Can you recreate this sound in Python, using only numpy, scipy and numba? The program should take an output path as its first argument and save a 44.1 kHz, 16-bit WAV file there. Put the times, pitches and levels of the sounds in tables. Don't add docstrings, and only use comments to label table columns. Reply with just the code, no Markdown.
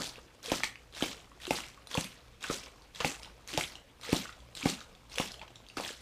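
import sys
import numpy as np
from scipy import signal
from scipy.fft import rfft, irfft
from scipy.io import wavfile
from scipy.ndimage import uniform_filter1d, map_coordinates
from numba import njit

SR = 44100
rng = np.random.default_rng(int(sys.argv[2]) if len(sys.argv) > 2 else 0)


def gain_from_db(level_db):
    decades = np.asarray(level_db, float) / 20
    return 10 ** decades


def persist_wave(psi):
    counts = np.round(np.clip(psi, -1, 1) * 32767).astype(np.int16)
    wavfile.write(sys.argv[1], SR, np.atleast_2d(counts).T)


N = 265041

SIZE_CLASS_HZ = [
    300,
    1100,
    3300,
    8800,
]
# first_touch_s, deepest_push_s
IMPACTS = [(.5177, .5202), (1.0228, 1.0261), (1.5068, 1.5096), (1.9745, 1.9812), (2.498, 2.5015),
           (3.0445, 3.0485), (3.5752, 3.5786), (4.127, 4.1312), (4.655, 4.6598), (5.198, 5.2008),
           (5.7695, 5.7745)]


def level(x, db):
    return x * gain_from_db(db) / np.sqrt(np.mean(x ** 2))


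def read(table, hz):
    f, db = np.transpose(table)
    return np.interp(np.log(np.maximum(hz, 1)), np.log(f), db)


def shaped(gain, size):
    return irfft(rfft(rng.standard_normal(size)) * gain(np.fft.rfftfreq(size, 1 / SR)), size)


def add(out, s, x):
    i = int(s * SR)
    out[i:i + len(x)] += x[:len(out) - i]


@njit
def grains(count, start, hz, cycles, gain, glide):
    out = np.zeros(count)
    for k in range(len(start)):
        i, step, envelope, phase = start[k], 2 * np.pi * hz[k] / 44100, 1., 0.
        fall = np.exp(-hz[k] / (cycles[k] * 44100))
        rise = 1 + glide[k] * (1 - fall)
        while envelope > .003 and i < count:
            out[i] += gain[k] * envelope * np.sin(phase)
            phase += step
            step = min(step * rise, 2.8)
            envelope *= fall
            i += 1
    return out


def hush():
    # pitch_hz, density_db (per Hz)
    hiss = [(15, -15), (25, 6.5), (133, -6), (173, -5), (274, -13.5), (349, -26.5), (495, -6.5), (871, -64),
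            (1110, -26), (1570, -19.5), (3440, -20), (3720, -21.5), (15500, -35.5)]
    # pitch_hz, width_hz, level_db
    hum = [
        (57.3, 10, -63),
        (119.8, 9.5, -68.5),
    ]
    out = level(shaped(lambda f: gain_from_db(read(hiss, f)), N), -62)
    for hz, width, db in hum:
        out += level(shaped(lambda f: np.exp(-((f - hz) / width) ** 2), N), db)
    return out


def room(x):
    # centre_hz, t60_s, level_db
    bands = [(247, 0.21, -25.5), (1520, 0.26, -16.5), (4170, 0.21, -11), (10400, 0.2, -3)]
    gap_ms = 1.0
    t = np.arange(SR // 2) / SR
    f = np.fft.rfftfreq(len(t), 1 / SR)
    tail = 0
    for hz, t60, db in bands:
        shape = np.exp(-np.log2(np.maximum(f, 1) / hz) ** 2)
        fade = np.exp(-np.log(1000) * t / t60) * np.clip(t * 1000 / gap_ms - .5, 0, 1)
        tones = rfft(rng.standard_normal(len(t)) * fade)
        tones /= np.sqrt(uniform_filter1d(np.abs(tones) ** 2, size=25))
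        band = irfft(tones * shape, len(t))
        band[-len(t) // 8:] = 0
        tail = tail + gain_from_db(db) * band / np.sqrt(np.sum(band ** 2))
    return signal.fftconvolve(x, tail)[:N]


def colour(hz):
    # pitch_hz, density_db (per Hz)
    splash = [(88, -30), (150, 1), (337, 5), (393, -4), (459, 2), (742, -3.5), (1770, -11), (2100, -7.5),
              (4810, -9), (7500, -12), (15000, -29.5)]
    octave = lambda f: read(splash, f) + 10 * np.log10(f)
    centres = np.array(SIZE_CLASS_HZ)
    return octave(hz) - np.interp(np.log(hz), np.log(centres), octave(centres))


def sloshing(t):
    # jerk_s, run_up_db, splash_db, splash_hold_s, drained_db
    swings = [(-.1, -45, -37.5, 0.049, -66), (0.418, -43, -35, 0.031, -67.5), (.925, -44, -35, 0.028, -66),
              (1.388, -47.5, -36, 0.056, -66.5), (1.878, -45.5, -37.5, 0.027, -67),
              (2.399, -47.5, -36.5, 0.036, -66.5), (2.93, -48.5, -34.5, 0.027, -66),
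              (3.466, -44, -37, 0.047, -67.5), (4.007, -43.5, -34, 0.036, -65.5),
              (4.542, -45, -34.5, 0.033, -67), (5.093, -47, -35.5, 0.013, -66.5),
              (5.74, -57, -41, 0.12, -57)]
    # start_s, level_db, gurgle_db
    shakes = [
        (0.636, -25, -15),
        (2.42, -41, -8),
        (2.438, -42.5, 8),
        (2.66, -51, -7),
        (3.004, -33, 2),
        (3.254, -54, 7),
        (4.79, -57, -6),
        (5.183, -46, -10),
        (5.416, -50.5, 9.5),
    ]
    # (slosh dB, gurgle dB, spray dB)
    running, slamming, spraying = (-18, -6.5, -9.5), (7.3, 1.7, -8.5), (-15.5, -11.5, -7)
    falling, drained = (-13.5, -7, -8.5), (3.2, 3.5, -8.5)
    rise_s, contact_s, collapse_s, drain_s = 0.027, 0.0054, 0.065, 0.1356
    shake_fall_db_per_s = 394

    def sizes(db, share):
        return db + np.array([share[0], share[1], 0, share[2]])

    knots, levels = [], []
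    slam_s = [-.01] + [touch for touch, _ in IMPACTS]
    next_jerk_s = [row[0] for row in swings[1:]] + [np.inf]
    for (jerk, run_db, db, hold, dry_db), slam, after in zip(swings, slam_s, next_jerk_s):
        spray = slam + contact_s
        fallen = spray + hold + collapse_s
        knots += [min(jerk + rise_s, slam), slam, spray, fallen - collapse_s, fallen,
                  min(fallen + drain_s, after), min(after, fallen + 1)]
        levels += [sizes(run_db, running),
                   sizes(run_db + 5, running),
                   sizes(db - 1.5, slamming),
                   sizes(db, spraying),
                   sizes(db - 10.5, falling),
                   sizes(dry_db + 2.5, drained),
                   sizes(dry_db, drained)]
    knots = np.maximum.accumulate(knots)
    power = gain_from_db([np.interp(t, knots, c) for c in np.transpose(levels)]) ** 2
    for s, db, gurgle_db in shakes:
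        shower_db = sizes(db, (-18, gurgle_db, -19))[:, None] - shake_fall_db_per_s * np.abs(t - s)
        power += (t > s) * gain_from_db(shower_db) ** 2
    return 10 * np.log10(power)


def water():
    count, cycles, glide, base_db = 75000, 3.85, 0.0954, -3.5
    scatter_db, patchy_db, clump_db = 3.0, 3.0, 3.0
    when, size, loud, life = rng.random((count, 4)).T
    when = when * N / SR
    blobs = rng.random((1500, 2))
    blob = rng.integers(0, len(blobs), count // 3)
    clumped = len(blob)
    when[:clumped] = np.minimum(blobs[blob, 0] * N / SR + .001 * life[:clumped], N / SR)
    clump = np.zeros(count)
    clump[:clumped] = clump_db * (-np.log(1 - .98 * blobs[blob, 1]) - 1)
    hz = 150 * 100 ** np.sqrt(size)
    place = np.interp(np.log(hz), np.log(SIZE_CLASS_HZ), np.arange(4))
    motion = map_coordinates(sloshing(when), [place, np.arange(count)], order=1)
    tilt = colour(hz) + 10 * np.log10(hz / 3300) - 10 * np.log10(np.sqrt(size) + 0.12)
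    patches = rng.standard_normal((16, 310))
    tilt += patchy_db * map_coordinates(patches, [2 * np.log2(hz / 150), when * 50], order=1)
    turns = cycles * (0.57 + life + 2.745 * life ** 6)
    scatter = scatter_db * np.minimum(-np.log(1 - loud), 5)
    db = motion + tilt + scatter + clump - 10 * np.log10(turns) + base_db
    return grains(N, (when * SR).astype(np.int64), hz, turns, gain_from_db(db), glide + 0 * hz)


def snaps():
    # start_s, peak_db, pitch_hz, crack_db
    buckles = [(0.033, -28, 4500, -15), (0.459, -28, 3360, -6), (0.517, -21.5, 3000, -15),
               (0.517, -25, 935, -2), (0.634, -15.5, 2235, -8.5), (0.636, -32, 905, -30),
               (1.023, -17.5, 3150, -31), (1.507, -18, 2552, -10), (1.943, -22.5, 3444, -32),
               (1.951, -25, 1077, -4), (1.973, -20, 2740, -24), (2.043, -30.5, 3425, -2.5),
               (2.439, -27.5, 2480, -6.5), (2.442, -29, 1510, -25), (2.498, -29, 1310, -22),
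               (3.003, -24.5, 3080, -15), (3.005, -31, 1130, -23), (3.046, -18.5, 2330, -23),
               (3.61, -24, 2250, -4), (4.128, -22.5, 2750, -7.5), (4.572, -30.5, 3750, -13),
               (4.628, -25.5, 2450, -26), (4.656, -25, 2230, -11), (5.183, -17, 2870, -9.5),
               (5.2, -25.5, 1050, -24.5), (5.198, -24, 2840, -11), (5.769, -31.5, 1310, -17)]
    # start_s, peak_db, pitch_hz
    creaks = [(0.429, -40, 6560), (0.442, -35.5, 4190), (0.925, -47, 4020), (0.949, -37, 3900),
              (1.008, -30.5, 1390), (1.401, -46, 1890), (1.416, -42, 3620), (1.468, -29.5, 3080),
              (1.871, -35, 4000), (1.913, -35, 3240), (1.913, -36.5, 1860), (2.408, -44, 3320),
              (2.427, -33, 3800), (2.466, -33, 3470), (2.948, -38, 3800), (2.958, -39, 3470),
              (3.475, -35, 6600), (3.485, -34.5, 4060), (3.491, -37.5, 4230), (3.537, -36, 3120),
              (4.012, -40.5, 4150), (4.033, -38, 4000), (4.05, -37, 2000), (4.083, -40, 2050),
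              (4.105, -40, 3270), (4.551, -34, 4170), (5.097, -44.5, 4170), (5.116, -50, 3700),
              (5.128, -48, 4740), (5.157, -33, 3340)]
    # start_s, peak_db, pitch_hz
    pops = [(0.157, -40.5, 2720), (0.187, -43.5, 1200), (0.756, -35.5, 2440), (1.063, -35, 3000),
            (1.18, -55, 2300), (1.202, -42.5, 3030), (1.636, -33.5, 2320), (1.684, -39, 5630),
            (2.163, -48, 1860), (3.149, -41, 2695), (3.231, -33, 5160), (3.231, -41, 2900),
            (3.246, -37, 3040), (3.256, -39, 3640), (3.754, -32.5, 3030), (4.154, -36, 4720),
            (4.254, -34, 1420), (4.292, -35.5, 1390), (4.326, -41, 3530), (4.805, -33.5, 3800),
            (4.812, -40, 1400), (5.318, -32, 5000), (5.341, -35, 3180), (5.394, -38.5, 3300),
            (5.415, -35.5, 2490), (5.861, -33, 1873), (5.891, -35, 1704), (5.77, -29.5, 4860),
            (5.909, -35, 2980)]
    # start_s, peak_db, pitch_hz
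    drips = [(1.316, -47, 1120), (1.775, -47.5, 1130), (2.662, -46, 2360), (2.668, -46, 1056),
             (4.402, -45, 3430), (5.479, -43.5, 3110), (5.557, -37.5, 3800), (5.665, -44.5, 3120),
             (5.686, -38.5, 4600), (5.699, -41, 2700), (2.82, -46, 4500), (4.95, -44, 3520)]
    # start_s, peak_db, pitch_hz
    flicks = [(.604, -27, 1510), (.97, -28, 2480), (1.554, -29, 5300), (1.564, -28, 4500),
              (1.576, -28, 1800), (1.586, -25.5, 1300), (1.604, -25.5, 2900), (3.575, -12, 3570),
              (4.7, -18, 4000), (5.799, -26, 910), (5.808, -29, 4800), (5.863, -43, 5000)]
    # ring_cycles, crack_db
    flick = (0.94, -16.5)
    neighbours = (.9, 1.263, 2.015)
    side_db, spread, crack_ms = -8.5, 0.074, 0.84

    events = [(s, db, hz, 3.4, crack) for s, db, hz, crack in buckles]
    # (ring cycles, crack dB)
    kinds = ((creaks, (5.3, -5.5)), (pops, (3.8, -25.5)), (drips, (4.2, -19)), (flicks, flick))
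    for rows, kind in kinds:
        events += [(*row, *kind) for row in rows]
    s, db, hz, cycles, crack_db = np.transpose(events)
    s = s + .0006
    chance = rng.standard_normal((len(s), 6)).T
    start, cycles = (s * SR).astype(np.int64), np.clip(cycles, .5, 6)
    out = grains(N, start, hz, cycles, gain_from_db(db), 0 * s)
    for ratio, pitch, lag in zip(neighbours, chance[:3], chance[3:]):
        later = start + (np.abs(lag) * .0008 * SR).astype(np.int64)
        side_hz = np.minimum(hz * ratio * np.exp(spread * pitch), 12000)
        gain = gain_from_db(db + side_db - 3.3 * np.log2(max(ratio, 1)))
        out += grains(N, later, side_hz, 1.64 * cycles, gain, 0 * s)
    fade = np.exp(-np.arange(400) / (crack_ms * SR / 1000))
    cracks = np.zeros(N)
    for t, g, burst in zip(s, db + crack_db, rng.standard_normal((len(s), 400))):
        add(cracks, t, gain_from_db(g + 6) * fade * burst)
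    out += signal.sosfilt(signal.butter(2, 8000, fs=SR, output="sos"), cracks)
    return signal.sosfilt(signal.butter(2, 500, "high", fs=SR, output="sos"), out)


def slams():
    # start_s, peak_db, thump_hz, wall_ring_db, push_cycles
    blows = [(0.517, -20.5, 320, -4, 0.75), (1.02, -20, 290, -8.5, 0.78), (1.506, -22, 296, 2, 0.65),
             (1.974, -20, 169, -6, 0.44), (2.498, -21, 303, -25, 0.28), (3.046, -27, 151, 7, 1),
             (3.575, -27.5, 145, 7, 1), (4.124, -12.5, 277, -12, 0.23), (4.655, -13.5, 269, -8.5, 0.35),
             (5.197, -23, 220, -2.5, 0.75), (5.768, -29.5, 323, -5, 1)]
    # pitch_hz, level_db, t60_s
    modes = [(145, -5.5, 0.027), (296, -8.5, 0.039), (405, -36, 0.069), (530, 2.5, 0.026),
             (744, -2.5, 0.031), (832, -7, 0.065), (210, -29, 0.037)]
    # start_s, peak_db, pitch_hz, ring_cycles
    knocks = [(0.182, -39.5, 506, 2.3), (0.448, -45, 526, 4.4), (0.482, -37, 467, 5.5),
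              (1.478, -32.5, 361, 6), (1.95, -33, 500, 7.3), (3.004, -30.5, 488, 3.7),
              (3.532, -40.5, 362, 3.9), (3.546, -34, 313, 7.2), (4.077, -44, 519, 2.6),
              (4.091, -32, 480, 5.3), (4.635, -33.5, 270, 3.2), (5.177, -33.5, 508, 6),
              (5.414, -43.5, 880, 9.3), (5.799, -36.5, 548, 6.7), (5.905, -35, 473, 1.5)]
    rattle_db, rattle_ms = -11.5, 5.7
    out, t = np.zeros(N), np.arange(SR // 5) / SR
    bright = signal.butter(1, [900, 6000], "band", fs=SR, output="sos")
    chance = rng.standard_normal((len(blows), len(modes), 2))
    for (touch, deepest), (_, db, hz, wall_db, cycles), luck in zip(IMPACTS, blows, chance):
        push_s = deepest - touch
        late = t - push_s
        if db > -14:
            hz = hz * .82
        swell = np.sin(np.pi / 2 * np.clip(t / push_s, 0, 1)) ** 2
        decay = np.exp(-np.maximum(late, 0) * hz / max(cycles, .1))
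        push = -swell * decay * np.cos(2 * np.pi * hz * late)
        ring = 0
        for (f, g, t60), (uneven, detune) in zip(modes, luck):
            mode_db = g + 2.0 * uneven + wall_db * (f > 350) + (db + 18.5) / 2 * (f < 250)
            tone = np.sin(2 * np.pi * f * (1 + 0.016 * detune) * late)
            ring = ring + gain_from_db(mode_db) * np.exp(-np.log(1000) * t / t60) * tone
        add(out, touch, gain_from_db(db) * (push + np.sqrt(swell) * ring))
        rattle = signal.sosfilt(bright, rng.standard_normal(len(t)) ** 3 / 4)
        rattle *= np.exp(-(t * 1000 / rattle_ms) ** 2)
        add(out, touch, gain_from_db(db + wall_db / 2 + rattle_db) * rattle)
    s, db, hz, cycles = np.transpose(knocks)
    out += grains(N, (s * SR).astype(np.int64), hz, np.clip(cycles, .5, 20), gain_from_db(db), 0 * s)
    return signal.sosfilt(signal.butter(1, 50, "high", fs=SR, output="sos"), out)


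def scene():
    hits = slams() + snaps()
    splash = water()
    return (hits + splash + room(hits + 0.27 * splash) + hush())[None]


def low_pass(x):
    return signal.sosfilt(signal.butter(12, 16320, fs=SR, output="sos"), x)


def record(dry):
    dry = signal.sosfilt(signal.butter(2, 30, "high", fs=SR, output="sos"), dry)
    dry = signal.sosfilt(signal.ellip(10, .2, 70, 15250, fs=SR, output="sos"), dry)
    return low_pass(dry)


dry = scene()
out = record(dry)
persist_wave(out)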